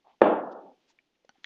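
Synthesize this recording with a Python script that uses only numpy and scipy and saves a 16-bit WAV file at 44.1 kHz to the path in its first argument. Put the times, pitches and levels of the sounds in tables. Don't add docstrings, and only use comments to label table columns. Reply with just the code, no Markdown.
import sys
import numpy as np
from scipy import signal
from scipy.fft import rfft, irfft
from scipy.io import wavfile
from scipy.ndimage import uniform_filter1d

SR = 44100
rng = np.random.default_rng(int(sys.argv[2]) if len(sys.argv) > 2 else 0)


def unload_audio(sound):
    columns = np.transpose(np.atleast_2d(sound))
    steps = np.round(np.clip(columns, -1, 1) * 32767)
    wavfile.write(sys.argv[1], SR, steps.astype(np.int16))


N = 63945
TIME = np.arange(N) / SR

# frequency in Hz, relative level in dB per Hz.
HISS_SPECTRUM = [(30, -6), (60, -9.5), (100, -14.5), (190, -3), (320, 0), (450, -4), (750, -8.5),
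                 (1300, -13), (2100, -12), (3200, -9.5), (4200, -14.5), (6400, -19), (8000, -31),
                 (16000, -36.5)]
# time in seconds, change in dB.
HISS_DRIFT = [(0.0, -0.5), (0.2, 1), (0.8, 1.5), (0.95, 0.5), (1.1, -1.9), (1.22, -1.5), (1.35, 1)]
HISS_DB = -77.5

# time in seconds, level in dB.
SCUFF_LEVEL = [(0.044, -73), (0.049, -65), (0.085, -62), (0.112, -62.5), (0.124, -70), (0.148, -70),
               (0.156, -89)]
SCUFF_HZ, SCUFF_WIDTH_HZ = 830, 300

# middle in seconds, length in seconds, level in dB,
# low edge in Hz, high edge in Hz.
CLOTH_RUSTLES = [(0.1, .06, -76, 1920, 3580), (0.524, 0.013, -66, 2800, 5240),
                 (0.838, 0.063, -79.5, 1815, 4450), (0.902, .028, -68, 1282, 6900),
                 (1.155, 0.012, -77.5, 1880, 3160), (1.251, 0.0049, -70.5, 1200, 5000),
                 (1.38, 0.053, -79, 280, 3400), (1.44, .012, -68, 1200, 5950)]

# start in seconds, peak in dB, pitch in Hz, t60 in seconds.
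SOFT_KNOCKS = [(0.0695, -46.5, 787.6, .016), (0.0760, -62.5, 408, 0.031), (0.7560, -66.5, 760, 0.051),
               (0.9020, -64.5, 900, 0.033), (1.2473, -52.5, 518, 0.013), (1.3543, -63, 780, 0.044),
               (1.382, -63, 283, 0.022)]
KNOCK_RISE_S = 0.002

# start in seconds, relative strength in dB.
THUMP_CONTACTS = [(0.2096, -32.5), (0.2159, -14.5), (0.2176, -1), (0.2209, -11), (0.2266, -17)]
# frequency in Hz, relative level in dB, t60 in seconds.
BOARD_MODES = [(310, -19, 0.004), (508.3, 4, .012), (790.6, -0.5, .011), (1099, -8, .011),
               (1316, -15, .012), (1621, -13, .012), (2378, -12, 0.0052), (3135, -19, 0.004)]
CONTACT_RISE_S = 0.00081
THUMP_DB, THUMP_LOW_HZ, THUMP_SOFT_HZ, RUMBLE_CUT_HZ = 6, 210.6, 3300, 100
WEIGHT_HZ, WEIGHT_DB, WEIGHT_T60_S = 54.58, -55.5, 0.06

SLAP_S, SLAP_DB, SLAP_T60_S = 0.2175, -40, 0.014
SLAP_LOW_HZ, SLAP_HIGH_HZ = 2800, 5560

# frequency in Hz, relative level in dB per third octave.
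ECHO_SPECTRUM = [(45, -73.5), (100, -61), (160, -42.5), (220, -30), (330, -24.5), (520, -21), (800, -22),
                 (1100, -28.5), (1600, -34.5), (2050, -41), (2600, -38.5), (3250, -42.5), (4100, -56.5),
                 (5100, -72), (8000, -79.5)]
# frequency in Hz, t60 in seconds.
ECHO_DECAY = [(100, 0.59), (250, 0.6), (600, 0.67), (1300, 0.72), (2500, 0.42), (4000, 0.36), (6000, 0.44)]
# frequency in Hz, relative level in dB.
ROOM_RESONANCES = [(208, -29.5), (247, -30), (280, -28), (311, -25.5), (503, -22), (562, -22), (603, -23),
                   (635, -21.5), (732, -29.5), (816, -28.5), (1116, -38.5), (1286, -32), (1409, -38.5),
                   (1615, -36.5)]
# middle in seconds, length in seconds, change in dB.
ECHO_SWELLS = [(0.251, 0.0096, -2), (0.335, 0.018, 1), (0.417, 0.016, -2.5), (0.585, 0.036, 2),
               (0.689, 0.055, 3.5), (0.762, 0.016, -10)]
# frequency in Hz, band level in dB.
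GATE_THRESHOLDS = [(100, -92), (200, -66.5), (500, -56.5), (1000, -56), (1600, -63), (2100, -62),
                   (2600, -61.5), (3200, -65), (4200, -70), (6000, -89.5)]
ECHO_START_S, ECHO_BUILD_S = 0.2195, 0.011
DIFFUSE_DB = -1.5
LINGER_DB, LINGER_T60_S = -19.5, 1.487
MODES_DB, MODES_T60_S = -4, 0.62
GATE_DEPTH_DB, GATE_KNEE_DB, GATE_WINDOW_S = 20.5, 11, 0.086

# frequency in Hz, relative level in dB, t60 in seconds.
TICK_MODES = [(1880, -60, 0.02), (2310, -44, 0.0098), (2770, -61, 0.015)]
# frequency in Hz, relative level in dB, t60 in seconds.
TAP_MODES = [(292, -57, 0.021), (788, -44.5, 0.015), (1490, -42, 0.015), (1750, -50, 0.013),
             (3050, -46.5, 0.0099), (4350, -46.5, 0.0083), (5850, -47, 0.0069)]
# frequency in Hz, relative level in dB, t60 in seconds.
CRACK_MODES = [(1090, -52, 0.0052), (1894, -27.5, 0.011), (2187, -33, 0.018), (3360, -23.5, 0.0053),
               (3890, -39, 0.0087), (6350, -41.5, 0.0064)]
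TICK_S, TAP_S, CRACK_S = 0.9881, 1.2922, 1.4437
CLICK_RISE_S = 0.00032
CLICK_LOW_SHARE = 0.5
SCATTER_DB, SCATTER_T60_S = -8, 0.06

TREBLE_EDGE_HZ = 7000
CUTOFF_HZ = 15500


def from_db(db):
    return 10 ** (np.asarray(db) / 20)


def rms_one(x):
    return x / np.sqrt(np.mean(x ** 2) + 1e-30)


def at_hz(points, hz):
    table_hz, values = np.transpose(points)
    return np.interp(np.log(hz), np.log(table_hz), values)


def filtered(x, hz, kind, order=2):
    edges = np.clip(hz, 10, SR * 0.45)
    sos = signal.butter(order, edges, kind, fs=SR, output="sos")
    return signal.sosfilt(sos, x + 1e-18)


def noise(low_hz, high_hz, order=2):
    white = rng.standard_normal(N + SR // 4)
    return rms_one(filtered(white, [low_hz, high_hz], "band", order=order)[-N:])


def ring(start, hz, db, t60):
    age = np.maximum(TIME - start, 0)
    return from_db(db - 60 * age / t60) * np.sin(2 * np.pi * hz * age)


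def rise(start, length):
    return 1 - np.exp(-np.maximum(TIME - start, 0) / length)


def fade(age, t60):
    return np.exp(-np.log(1000) * age / t60)


def swell(middle, length):
    return np.exp(-2 * ((TIME - middle) / length) ** 2)


def hiss():
    hz = np.maximum(np.fft.rfftfreq(N, 1 / SR), 1)
    spectrum = rfft(rng.standard_normal(N)) * from_db(at_hz(HISS_SPECTRUM, hz))
    level_db = HISS_DB + np.interp(TIME, *np.transpose(HISS_DRIFT))
    return from_db(level_db) * rms_one(irfft(spectrum, N))


def scuff():
    s, db = np.transpose(SCUFF_LEVEL)
    level = from_db(np.interp(TIME, s, db)) * (TIME > s[0]) * (TIME < s[-1])
    return level * noise(SCUFF_HZ - SCUFF_WIDTH_HZ / 2, SCUFF_HZ + SCUFF_WIDTH_HZ / 2)


def clothes():
    return sum(
        from_db(db) * swell(middle, length) * noise(low, high)
        for middle, length, db, low, high in CLOTH_RUSTLES
    )


def knocks():
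    out = 0
    for start, db, hz, t60 in SOFT_KNOCKS:
        knock = ring(start, hz, 0, t60) * rise(start, KNOCK_RISE_S)
        out = out + from_db(db) * knock / np.abs(knock).max()
    return out


def thump():
    boards = 0
    for start, db in THUMP_CONTACTS:
        modes = sum(ring(start, hz, db + mode_db, t60) for hz, mode_db, t60 in BOARD_MODES)
        boards = boards - rise(start, CONTACT_RISE_S) * modes
    boards = filtered(boards, THUMP_LOW_HZ, "high")
    boards = filtered(boards, RUMBLE_CUT_HZ, "high", order=1)
    boards = filtered(boards, THUMP_SOFT_HZ, "low", order=3)
    sag = ring(ECHO_START_S, WEIGHT_HZ, WEIGHT_DB, WEIGHT_T60_S)
    return from_db(THUMP_DB) * boards + sag


def slap():
    shape = rise(SLAP_S, CONTACT_RISE_S) * fade(np.maximum(TIME - SLAP_S, 0), SLAP_T60_S)
    return from_db(SLAP_DB) * shape * noise(SLAP_LOW_HZ, SLAP_HIGH_HZ)


def suppressed(band, hz):
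    power = uniform_filter1d(band ** 2, max(int(GATE_WINDOW_S * SR), 1))
    under_db = at_hz(GATE_THRESHOLDS, hz) - 10 * np.log10(np.abs(power) + 1e-20)
    return band * from_db(-GATE_DEPTH_DB * np.clip(under_db / GATE_KNEE_DB, 0, 1))


def room_echo():
    out = 0
    age = np.maximum(TIME - ECHO_START_S, 0)
    change_db = sum(db * swell(middle, length) for middle, length, db in ECHO_SWELLS)
    level = rise(ECHO_START_S, ECHO_BUILD_S) * from_db(change_db)
    half_band = 2 ** (1 / 6)
    for hz in 40 * 2 ** (np.arange(24) / 3):
        low, high = hz / half_band, hz * half_band
        main = fade(age, at_hz(ECHO_DECAY, hz))
        linger = from_db(LINGER_DB) * fade(age, LINGER_T60_S)
        band_gain = from_db(at_hz(ECHO_SPECTRUM, hz) + DIFFUSE_DB)
        diffuse = noise(low, high, order=4) * band_gain * np.hypot(main, linger)
        modes = sum(
            ring(ECHO_START_S, mode_hz, db + MODES_DB, MODES_T60_S)
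            for mode_hz, db in ROOM_RESONANCES if low <= mode_hz < high
        )
        out = out + suppressed(level * (diffuse + modes), hz)
    return out


def click(start, modes):
    direct = sum(ring(start, hz, db, t60) for hz, db, t60 in modes) * rise(start, CLICK_RISE_S)
    direct = filtered(direct, CLICK_LOW_SHARE * modes[0][0], "high", order=3)
    scatter = rng.standard_normal(N) * fade(TIME, SCATTER_T60_S)
    scatter = scatter / np.linalg.norm(scatter)
    return direct + from_db(SCATTER_DB) * signal.fftconvolve(direct, scatter)[:N]


def scene():
    clicks = click(TICK_S, TICK_MODES) + click(TAP_S, TAP_MODES) + click(CRACK_S, CRACK_MODES)
    small = filtered(scuff() + clothes() + knocks() + clicks, TREBLE_EDGE_HZ, "low", order=10)
    blow = thump() + slap() + room_echo()
    return (hiss() + small + blow)[None]


def record(dry):
    clipped = np.clip(dry, -1, 1)
    return signal.sosfilt(signal.cheby2(12, 70, CUTOFF_HZ, fs=SR, output="sos"), clipped)


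dry = scene()
out = record(dry)
unload_audio(out)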